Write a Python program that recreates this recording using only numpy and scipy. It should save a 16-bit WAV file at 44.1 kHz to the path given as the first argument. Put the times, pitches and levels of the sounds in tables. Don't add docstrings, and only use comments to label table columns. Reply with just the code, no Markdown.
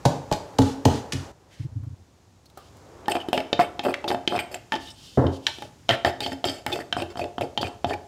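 import sys
import numpy as np
from scipy import signal
from scipy.fft import rfft, irfft, next_fast_len
from scipy.io import wavfile
from scipy.ndimage import uniform_filter1d, map_coordinates

SR = 44100
rng = np.random.default_rng(int(sys.argv[2]) if len(sys.argv) > 2 else 0)


def level_to_linear(level):
    exponent = np.asarray(level, float) / 20
    return 10 ** exponent


def wav_out(sig):
    wavfile.write(sys.argv[1], SR, np.round(np.clip(np.atleast_2d(sig).T, -1, 1) * 32767).astype(np.int16))


N = 355887
CUT_S = 1.318
REGRIP_S = 4.7

# (frequency [Hz], level per Hz [dB])
HUM = [(15, -54), (25, -27), (53, 0.5), (97, 1.5), (135, -4), (388, -17.5), (553, -35), (854, -26.5),
       (2040, -29), (6910, -28.5), (7710, -32), (8590, -35.5), (15700, -46), (16500, -54)]
# (time [s], level [dB])
MURMUR = [(0, -49), (1.3, -44.5), (1.34, -59), (2.4, -65.5), (2.6, -59.5), (3.05, -46.5), (3.8, -51),
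          (4.65, -62.5), (5.85, -63), (8.07, -71)]
# (frequency [Hz], T60 [s])
KITCHEN_T60 = [(80, 0.19), (300, 0.54), (1000, 0.51), (3000, 0.36), (8000, 0.35), (16000, 0.27)]
# (time [s], peak [dB], pitch [Hz], length [s])
BUMPS = [(1.594, -21, 112, .03), (1.622, -31, 100, .028), (1.641, -22, 129, .034), (1.675, -37, 80, .04),
         (1.712, -31, 97, .035), (1.75, -20, 108, .045), (1.788, -27, 90, .035), (1.82, -26, 110.3, .038),
         (1.862, -24, 112, .03), (1.898, -29, 102, .028), (1.92, -29, 100, .03), (1.985, -41, 90, .06)]
# (time [s], length [s], level [dB], lowest frequency [Hz])
RUBS = [(1.469, 0.23, -56.5, 1630), (2.537, 0.19, -60, 2640), (4.776, 0.15, -47.5, 2850),
        (4.882, 0.43, -52, 2920), (4.761, 0.89, -61, 2580), (5.309, 0.082, -48.5, 2980),
        (5.39, 0.23, -52, 2600), (5.474, 0.25, -51, 2630)]

# (frequency [Hz], width [Hz], level [dB])
COUNTER = [(46, 14, -10.5), (66.4, 11, -22), (88, 10.5, 3.5), (129.3, 20, 4.5), (190, 44, -4.5)]
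# (frequency [Hz], width [Hz], level [dB])
BELLY = [(232, 6.4, -15.5), (268.1, 10.3, 1), (348.7, 55, 1.5), (458.4, 63, -2)]
# (frequency [Hz], width [Hz], level [dB])
BOWL = [(566.3, 73, 0.43), (650, 83, -1.7), (702.5, 17.8, -1.2), (828.4, 32.3, -0.31), (1102, 233, 0.098)]
# (frequency [Hz], width [Hz], level [dB])
SPOON = [(1350, 150, -16.5), (1550, 27, -10.5), (1790, 19.4, -13), (2150, 99, -11.5), (2250, 64, -17.5),
         (2640, 30, -10), (3110, 37, -7), (3600, 37, -10), (4530, 94, -14), (5150, 66, -13.5),
         (7250, 180, -24)]
# (frequency [Hz], width [Hz], level [dB])
SPOON_TIP = [(7250, 90, -10), (8250, 80, 0), (9000, 150, -11), (11100, 110, -4), (11750, 140, -6),
             (12500, 110, -10), (14150, 130, -9), (15500, 130, -10)]
# (frequency [Hz],
# width [Hz], level [dB])
PESTLE = [(135, 36, 12), (460, 120, -1.5), (575, 40, 1), (814, 60, 2.5), (1090, 99, -8), (1540, 110, -24.5)]
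# (frequency [Hz], level per Hz [dB])
HERBS = [(710, -52.5), (1200, -3), (1320, -14), (1490, -3), (2030, -6.5), (3400, -2.5), (6640, -6),
         (14900, -29), (16000, -39), (16500, -48.5)]

# (time [s], belly peak [dB], thud [dB], rattle [dB])
SET_DOWN = [
    (5.174, -5.5, -8, -10),
    (5.241, -14, -5.5, -9.5),
]
FOOT_DOWN_S = SET_DOWN[0][0]
# (time [s], peak [dB], pitch [Hz], body level [dB], body pitch [Hz])
TICKS = [(1.835, -61, 4600, 8, 405), (2.457, -44.5, 4300, -25, 890), (2.499, -48, 3870, -19, 950),
         (2.5736, -39.5, 4100, 2, 406), (2.7684, -45, 7100, -16, 907), (4.062, -52, 5460, -16, 900),
         (7.106, -61, 8000, -12, 900)]
# (time [s], length [s], bowl level [dB], spoon level [dB], fade over half the stroke [dB])
DRAGS = [(3.093, 0.032, -32.5, -41.5, 6), (3.139, 0.03, -30.5, -45, 2), (3.281, 0.015, -50, -48, 6.5),
         (3.332, 0.046, -29, -45.5, 7), (3.371, 0.037, -36, -48, 1.5), (3.591, 0.055, -28, -30, -7),
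         (3.833, 0.023, -34, -41.5, 2.5), (3.851, 0.067, -30.5, -45.5, 2), (4.039, 0.024, -35, -58, 2),
         (4.075, 0.071, -37, -44.5, 5), (4.289, 0.088, -27.5, -42.5, -4), (4.389, 0.024, -43, -33, 7),
         (4.511, 0.057, -47.5, -48, 5), (4.718, 0.042, -39, -59, 3.5), (5.468, 0.029, -45, -38, 4.5),
         (5.597, 0.057, -43, -71, -4), (5.89, 0.063, -29.5, -23, 1.5), (6.049, 0.046, -28, -30.5, 3.5),
         (6.207, 0.064, -35, -39.5, 3), (6.265, 0.068, -33.5, -41.5, -.5), (6.448, 0.056, -45, -43, 11.5),
         (6.49, 0.11, -46, -45.5, 7.5), (6.673, 0.044, -37.5, -38, -1), (6.717, 0.1, -36.5, -42.5, 6),
         (6.968, 0.068, -32, -48, 3.5), (7.167, 0.042, -41, -44.5, 4.5), (7.202, 0.058, -32, -49.5, 3),
         (7.405, 0.052, -32, -47.5, 6), (7.6, 0.019, -33.5, -60, 1.5), (7.634, 0.05, -32, -41.5, 0),
         (7.865, 0.054, -33.5, -44.5, 1.5), (7.897, 0.058, -31, -53, -2)]
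# (time [s], length
# [s], level [dB], pitch [Hz])
SINGS = [(3.337, 0.038, -31.5, 2820), (3.83, 0.017, -40, 2560), (3.882, 0.044, -43, 2510),
         (3.938, 0.01, -30, 3110), (4.078, 0.026, -28, 3620), (4.079, 0.02, -32, 4820),
         (4.357, .03, -35, 2520), (4.391, 0.016, -29.5, 2420), (4.542, 0.0095, -29.5, 7500),
         (4.721, 0.025, -29, 1760), (4.868, 0.046, -43.5, 3000), (4.87, 0.05, -44, 3670),
         (4.722, 0.057, -29, 877), (2.458, .014, -53, 4300), (2.574, 0.06, -52, 1175),
         (5.468, 0.05, -38.5, 900), (5.895, 0.062, -28.5, 1820), (6.215, .03, -38, 2560),
         (6.224, 0.049, -34, 4510), (6.231, 0.038, -32.5, 3180), (6.469, 0.038, -32, 3160),
         (6.473, 0.019, -31, 4640), (6.724, 0.014, -22.5, 3530), (6.978, 0.056, -39.5, 2480),
         (6.967, 0.055, -48, 5150), (7.176, 0.036, -52.5, 5150), (7.211, 0.024, -36, 2540),
         (7.415, 0.015, -30, 2570), (7.575, 0.019, -39, 3600), (7.611, 0.02, -30.5, 4480),
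         (7.639, 0.043, -37, 2460), (7.89, 0.023, -44, 3070), (7.931, 0.015, -31, 2440),
         (7.903, 0.045, -35, 1800),
         (5.468, .018, -29.5, 1790), (7.1, .03, -40, 385), (4.55, .03, -40, 690), (3.6, 0.041, -33, 1100),
           (3.61, 0.043, -36, 2180), (3.085, 0.015, -31, 1790), (3.109, .018, -29, 2940),
           (3.111, 0.019, -34, 8200), (3.152, 0.024, -36, 2460), (3.595, 0.032, -15, 710),
           (3.598, 0.024, -32, 2540), (3.6, 0.028, -29, 1810), (3.2, 0.03, -37, 3000),
           (3.951, 0.024, -50, 2640), (6.05, 0.06, -24, 721), (6.722, 0.027, -34.5, 2570),
           (6.963, 0.067, -48.5, 8350), (4.9, 0.052, -56, 8250), (5.9, 0.036, -67, 7300),
           (4.9, 0.023, -42, 5150), (7.612, 0.048, -59, 8400), (6.8, 0.027, -36, 1810),
           (7.61, 0.017, -30.5, 3400)]
# (time [s], bowl peak [dB], bowl pitch [Hz], spoon peak [dB], spoon pitch [Hz])
LANDINGS = [(3.377, -10.5, 810, -13.5, 2420), (3.529, -6, 516, -11.5, 3360), (3.793, -15, 900, -17, 3370),
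            (3.941, -39, 684, -13, 2170), (4.042, -18.5, 860, -26, 2640), (4.114, -11, 780, -21, 1690),
            (4.146, -10.5, 740, -25, 1930), (4.276, -13.5, 336, -9, 3280), (4.39, -25, 810, -15.5, 2200),
            (4.721, -17, 880, -15, 1790), (4.731, -19, 830, -26, 3110), (4.74, -15.5, 840, -21.5, 3110),
            (4.753, -25, 850, -26, 4650), (4.761, -19.5, 380, -23, 1790), (5.267, -19, 365, -26.5, 3110),
            (5.467, -25.5, 850, -6, 3700), (5.891, -8, 710, -6.5, 3110), (5.9, -9, 704, -12.5, 1790),
            (5.909, -9, 725, -12.5, 3110), (6.0477, -5, 710, -8.5, 1790), (6.2628, -15.5, 764, -18.5, 3320),
            (6.319, -20, 262, -25.5, 1680), (6.442, -11.5, 690, -14.5, 3110),
            (6.485, -20, 269, -20.5, 3600), (6.9263, -23, 720, -11.5, 3110),
            (6.926, -24.5, 706, -16.5, 1550), (7.5756, -13, 788, -13.5, 3200), (7.8447, -7, 732, -20, 3110),
            (7.938, -22, 842, -27, 1760)]
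# (time [s], bowl peak [dB], bowl pitch [Hz], spoon peak [dB], spoon pitch [Hz])
EDGE_TAPS = [(3.082, -8, 832, -18.5, 1790), (3.119, -18, 710, -18, 2640), (3.286, -15, 344, -29.5, 3280),
             (3.33, -6, 723, -15.5, 2770), (3.838, -22, 708, -30, 2570), (3.85, -15, 694, -26, 2640),
             (4.514, -30, 576, -45, 2490), (4.543, -26, 718, -24.5, 2470), (5.585, -27.5, 385, -36, 3700),
             (5.622, -21.5, 880, -28, 1890), (6.205, -20, 900, -18.5, 3800),
             (6.6642, -13.5, 890, -14, 2120), (7.021, -17, 370, -23.5, 2860), (7.194, -15, 710, -28, 2540),
             (7.41, -14.5, 690, -24.5, 2640)]
# (time [s], bowl peak [dB], spoon peak [dB], spoon pitch [Hz])
CATCHES = [(3.058, -55, -37, 3000), (3.1525, -11, -23, 2650), (3.167, -15.5, -28.5, 2550),
           (3.403, -40, -25, 2510), (3.592, -4, -21, 2000), (3.598, -5.5, -22, 2590),
           (3.8535, -16, -30, 2800), (3.858, -12, -32, 2560), (3.8655, -14, -36, 2560),
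           (3.8884, -14.5, -36, 2540), (3.884, -15, -41, 2540), (3.907, -19.5, -35, 2530),
           (3.928, -36, -36, 3110), (4.078, -15, -27, 3780), (4.103, -13.5, -21.5, 1790),
           (4.323, -13, -34, 1600), (4.329, -18, -34, 2520), (4.344, -16.5, -33, 2520),
           (4.3527, -14, -31, 2520), (4.361, -24, -28, 3600), (4.369, -17, -30, 2520),
           (4.3785, -15, -27, 2240), (5.886, -46, -36, 3900), (6.719, -26, -27, 3670),
           (6.758, -21.5, -30, 2620), (6.789, -20.5, -39, 3020), (6.9665, -10.5, -34, 3130),
           (6.986, -26, -39, 2520), (7.001, -19, -28, 3110), (7.156, -22, -41, 3050),
           (7.172, -21.5, -33.5, 3070), (7.241, -23.5, -27, 2520), (7.3815, -13, -27, 3110),
           (7.615, -29, -28, 4440), (7.6295, -10, -21.5, 2970), (7.669, -25, -28.5, 2480),
           (7.896, -27, -27.5, 2950), (7.908, -16, -32, 1860)]

# (time [s], bowl peak [dB], belly [dB], counter thud [dB], crunch [dB])
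BLOWS = [
    (0.053, -6.5, -16.5, -28, -8),
    (0.314, -13, -22, -25.5, -13),
    (0.588, -8.5, -3.5, -15, 2),
    (0.854, -5.5, -4.5, -17, 0.5),
    (1.131, -33.5, 7.5, 2, 17.5),
]
# (time [s], peak [dB])
LEAD_CRUNCHES = [(.051, -11.5), (.312, -23), (.584, -12.5), (.851, -9), (1.121, -12.5)]
# (time [s], peak [dB])
LATE_CRUNCHES = [(0.058, -17), (0.324, -15.5), (0.335, -25), (0.5964, -44), (0.618, -19.5), (0.882, -35),
                 (1.131, -19)]
# (time [s], peak [dB], favoured pitch [Hz])
KNOCKS = [(.053, -12, 900), (.055, -13, 575), (.058, -13.5, 800), (0.062, -7.5, 135), (.316, -13.5, 500),
          (0.3171, -19.5, 990), (0.328, -16.5, 830), (.334, -29, 830), (.589, -13.5, 480), (0.596, -7, 135),
          (.856, -27, 750), (.862, -5, 135), (.885, -17, 760), (1.132, -33, 480)]


def unit(x):
    return x / np.sqrt(np.mean(x ** 2) + 1e-20)


def along(points, hz):
    f, v = np.transpose(points)
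    return np.interp(np.log(hz + 1), np.log(f + 1), v)


def add(track, s, sound):
    part = track[round(s * SR):][:len(sound)]
    part += sound[:len(part)]


def filtered(x, response):
    m = next_fast_len(len(x) + SR // 2)
    return irfft(rfft(x, m) * response(np.fft.rfftfreq(m, 1 / SR)), m)[:len(x)]


def coloured(size, gain):
    m = 2048 * (size // 2048 + 1)
    spectrum = rfft(rng.standard_normal(m)) * gain(np.fft.rfftfreq(m, 1 / SR))
    return unit(irfft(spectrum))[:size]


def puff(spectrum, rise, t60):
    t = np.arange(min(8000, int(2 * t60 * SR))) / SR
    noise = coloured(len(t), lambda hz: level_to_linear(along(spectrum, hz)))
    return noise * level_to_linear(-60 * t / t60) * (1 - np.exp(-(t / rise) ** 2)) * (1 - t / t[-1])


def body(modes):
    def response(f):
        total = 0
        for k, (hz, width, db) in enumerate(modes):
            total = total + (-1) ** k * level_to_linear(db) * 1j * f * width / (hz * hz - f * f + 1j * f * width)
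        return total
    return response


def favour(modes, centre_hz, octaves, most_db):
    return [(hz, width, db + most_db * np.exp(-(np.log2(hz / centre_hz) / octaves) ** 2))
            for hz, width, db in modes]


def strike(modes, attack, damp=1, scatter_db=2):
    hz, width, db = np.transpose(modes)[:, :, None]
    t = np.arange(int(SR * 2 / (width.min() * damp))) / SR
    strength, shift = rng.standard_normal((2,) + hz.shape)
    size = level_to_linear(db + scatter_db * strength) * width ** .5
    ring = size * np.exp(-np.pi * width * damp * t) * np.sin(2 * np.pi * hz * (1 + .01 * shift) * t)
    ring = np.sum(ring, axis=0) * (1 - np.exp(-(t / attack) ** 2))
    return ring / np.max(abs(ring))


def stroke(length, edge, release=1):
    t = np.arange(int(length * SR)) / SR
    nearest_end = np.minimum(t, (length - t) / release)
    return np.sin(np.pi / 2 * np.clip(nearest_end / edge, 0, 1)) ** 2, t / length


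def thud_db(s):
    return -17 if s > FOOT_DOWN_S else -31.5


def air():
    t = np.arange(N) / SR
    hum = level_to_linear(-50.5 + 3.2 * (t < CUT_S)) * coloured(N, lambda hz: level_to_linear(along(HUM, hz)))
    colour = [(120, -30), (300, 0), (900, -6), (2000, -20), (4000, -36), (16000, -70)]
    murmur = coloured(N, lambda hz: level_to_linear(along(colour, hz)))
    s, db = np.transpose(MURMUR)
    murmur_db = np.interp(t, s, db, -120, -120)
    lull = (t > CUT_S) * np.clip((2.74 - t) / 0.2, 0, 1)
    return hum * level_to_linear(-5.5 * lull) + level_to_linear(murmur_db) * murmur


def kitchen(x):
    wet, hop = np.zeros(N), SR // 4
    for start in range(0, N, hop):
        hz, t, z = signal.stft(rng.standard_normal(SR // 2), SR, nperseg=256)
        decay = level_to_linear(-60 * t / along(KITCHEN_T60, hz)[:, None])
        tail = signal.istft(z * decay, SR, nperseg=256)[1]
        answer = signal.fftconvolve(x[start:start + hop], tail / np.linalg.norm(tail))
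        add(wet, start / SR + .008, answer)
    return wet


def bumps():
    x = np.zeros(N)
    for s, db, hz, length in BUMPS:
        pressure, done = stroke(length, edge=length * .4, release=1.4)
        turn = 2 * np.pi * hz * length * done
        add(x, s, level_to_linear(db) * pressure * (np.sin(turn) + .12 * np.sin(2.5 * turn)))
    return x


def rub():
    x = np.zeros(N)
    for s, length, db, low_hz in RUBS:
        pressure = stroke(length, edge=length * 0.36)[0]
        colour = [(low_hz * 0.79, -18), (low_hz, 0), (5500, -4), (9000, -13), (16000, -26)]
        hiss = coloured(len(pressure), lambda f: (0.35 + abs(body(SPOON)(f))) * level_to_linear(along(colour, f)))
        wander = map_coordinates(rng.standard_normal(40), [np.arange(len(pressure)) / 1500], order=1)
        add(x, s, level_to_linear(db + 1.5 * wander) * pressure * hiss)
    return x


def set_down():
    x = np.zeros(N)
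    rattle = [(150, -4.5), (400, 5.5), (1000, -8.5), (1700, -20), (2500, -37), (4000, -61)]
    for s, db, counter_db, rattle_db in SET_DOWN:
        add(x, s, level_to_linear(db) * strike(BELLY, attack=0.0015, damp=0.98))
        add(x, s, level_to_linear(db + counter_db + 5.5) * strike(COUNTER, attack=0.0027, damp=0.72))
        add(x, s, level_to_linear(db + rattle_db) * puff(rattle, rise=0.00027, t60=0.45))
    return x


def ticks():
    x = np.zeros(N)
    for s, db, hz, body_db, body_hz in TICKS:
        tick = [(hz * 0.76, -15), (hz, 0), (hz * 1.0, -8), (16000, -18)]
        dish = [(200, -20), (body_hz, 0), (1300, -6), (2000, -18), (3000, -26)]
        add(x, s, level_to_linear(db - 4.5) * puff(tick, rise=0.00049, t60=0.028))
        add(x, s, level_to_linear(db + body_db) * puff(dish, rise=0.00017, t60=0.067))
    return x


def shifting(x, depth_db):
    z = signal.stft(x, nperseg=256)[2]
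    field = uniform_filter1d(rng.standard_normal(z.shape), size=4, axis=0)
    field = uniform_filter1d(field, size=14, axis=1)
    return signal.istft(z * level_to_linear(depth_db * field / field.std()), nperseg=256)[1][:N]


def radiated(force, modes, share):
    def band(f):
        low = 1 / (1 - 1j * .6 * modes[0][0] / (f + 1)) ** 2
        ratio = f / modes[-1][0]
        return (body(modes)(f) + share) * low / (1 + 1.3j * ratio - ratio ** 2) ** 2
    return filtered(force, band) / np.sqrt(np.mean(abs(band(np.arange(SR // 2))) ** 2))


def scrape(slips_per_s=2800, spread_db=2.2, hiss=0.82):
    slip = (rng.random(N) < slips_per_s / SR) * level_to_linear(spread_db * rng.exponential(1, N)) * rng.standard_normal(N)
    clump = level_to_linear(2.3 * map_coordinates(rng.standard_normal(N // 300 + 4), [np.arange(N) / 300]))
    force = unit(shifting((unit(slip) + hiss * rng.standard_normal(N)) * clump, depth_db=2.5))
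    push = np.zeros((5, N))
    for s, length, bowl_db, spoon_db, fade_db in DRAGS:
        short_grip = s > REGRIP_S
        upper_db = min(spoon_db, -41) + (-5 if short_grip else -6)
        tip_db = upper_db + 4.0 + (-17 if short_grip else -7.5)
        pressure, done = stroke(length + 0.013, edge=0.0047, release=5.0)
        levels = (bowl_db + thud_db(s), bowl_db, spoon_db - 5.5, upper_db, tip_db)
        for drive, db in zip(push, levels):
            add(drive, s, pressure * level_to_linear(db - fade_db * (2 * done - 1.5)))
    wood = favour(BELLY + BOWL[:-1], 760, .3, most_db=6)
    bodies = (COUNTER, wood, SPOON[:8], SPOON[8:], SPOON_TIP)
    shares = (.02, .05, .13, .03, .01)
    return sum(radiated(force * drive, modes, share) for drive, modes, share in zip(push, bodies, shares))


def sing():
    x = np.zeros(N)
    for s, length, db, hz in SINGS:
        pressure, done = stroke(length + 0.0048, edge=0.004, release=2.8)
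        mode = body([(hz, hz / 28, 0)])
        tone = coloured(len(pressure), lambda f: abs(mode(f)) + 0.11 * abs(body(SPOON)(f)))
        add(x, s, level_to_linear(db - 7.3 * done) * pressure * tone)
    return x


def tap(x, s, db, wood_hz, ring_db, ring_hz, damp, tip_db):
    wood = favour(BELLY + BOWL, wood_hz, 0.19, most_db=13.0)
    steel = favour(SPOON, ring_hz, 0.16, most_db=11.0)
    click = [(ring_hz / 3, -20), (ring_hz, 0), (ring_hz * 2.0, -18), (9000, -38), (14000, -54)]
    if s > REGRIP_S:
        tip_db = tip_db - 0.5
    tip = level_to_linear(ring_db + tip_db - 4)
    add(x, s, level_to_linear(db) * strike(wood, attack=0.00041, damp=damp))
    add(x, s, level_to_linear(db + thud_db(s)) * strike(COUNTER, attack=0.018, damp=1.47))
    add(x, s, level_to_linear(ring_db) * strike(steel, attack=0.00023, damp=3.05))
    add(x, s, level_to_linear(ring_db - 8) * puff(click, rise=0.00059, t60=0.031))
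    add(x, s, tip * strike(SPOON_TIP, attack=.0001, damp=2))
    add(x, s, tip * puff([(5000, -30), (8000, 0), (16000, -12)], rise=.0002, t60=.01))


def taps():
    x = np.zeros(N)
    for row in LANDINGS:
        tap(x, *row, damp=1.13, tip_db=-25)
    for row in EDGE_TAPS:
        tap(x, *row, damp=1.2, tip_db=-9.5)
    u = (np.arange(-SR // 1000, SR // 500) / SR / 0.00042) ** 2
    snap = (1 - 2 * u) * np.exp(-u)
    for s, db, ring_db, ring_hz in CATCHES:
        add(x, s, level_to_linear(db + 1) * snap)
        tap(x, s, db, 690, ring_db, ring_hz, damp=1.8, tip_db=-19)
    return x


def pestle():
    x = np.zeros(N)
    wall = favour(BOWL[:-1], 780, 0.15, most_db=0.0)
    belly = favour(BELLY, 270, .15, most_db=10)
    wall_noise = [(300, 16), (500, 16.5), (900, 8.5), (1500, -28)]
    belly_noise = [(60, -31.0), (140, 8), (450, 7), (700, -38.5)]
    paste = [(800, -25), (1200, 4), (1550, -2), (2000, -32.5)]
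    for s, db, belly_db, counter_db, crunch_db in BLOWS:
        add(x, s + 0.00093, level_to_linear(db) * strike(wall, attack=0.00071, damp=1.7))
        add(x, s + 0.001107, level_to_linear(db - 3.5) * puff(wall_noise, rise=0.00027, t60=0.072))
        add(x, s + .001, level_to_linear(db + belly_db) * strike(belly, attack=0.0037, damp=0.74))
        add(x, s + 0.0008, level_to_linear(db + belly_db - 5.0) * puff(belly_noise, rise=0.00023, t60=0.13))
        add(x, s + 0.0024, level_to_linear(db + counter_db + 12.5) * strike(COUNTER, attack=0.011, scatter_db=0))
        add(x, s - .003, level_to_linear(db + crunch_db - 18.0) * puff(HERBS, rise=0.11, t60=1.0))
        add(x, s + .01, level_to_linear(db + crunch_db - 26.5) * puff(paste, rise=0.039, t60=0.42))
    for s, db in LEAD_CRUNCHES:
        add(x, s, level_to_linear(db) * puff(HERBS, rise=0.003, t60=0.027))
    for s, db, hz in KNOCKS:
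        club = favour(PESTLE, hz, 0.29, most_db=16)
        add(x, s, level_to_linear(db) * strike(club, attack=0.00055, damp=0.91))
    for s, db in LATE_CRUNCHES:
        add(x, s, level_to_linear(db - 5.0) * puff(HERBS, rise=0.0011, t60=0.039))
    return x


def scene():
    background = air() + bumps() + rub()
    spoon = set_down() + ticks() + scrape() + taps()
    chatter = sing()
    spoon_room = level_to_linear(-10.5) * kitchen(spoon + level_to_linear(-9) * chatter)
    pounding = pestle()
    first_shot = np.clip((CUT_S - np.arange(N) / SR) / 0.0044, 0, 1)
    first = first_shot * (pounding + level_to_linear(-6.5) * kitchen(pounding))
    return (background + spoon + chatter + spoon_room + first)[None]


def roll_off(x):
    return signal.sosfilt(signal.butter(12, 16640, fs=SR, output="sos"), x)


def record(dry):
    x = filtered(dry[0], lambda f: (1j * f / (42 + 1j * f)) ** 3)
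    x = filtered(x, lambda f: 1 / (1 + (f / 15900) ** 60))[None]
    x = x / (1 + abs(x / .6) ** 4) ** (1 / 4)
    return roll_off(x)


dry = scene()
out = record(dry)
wav_out(out)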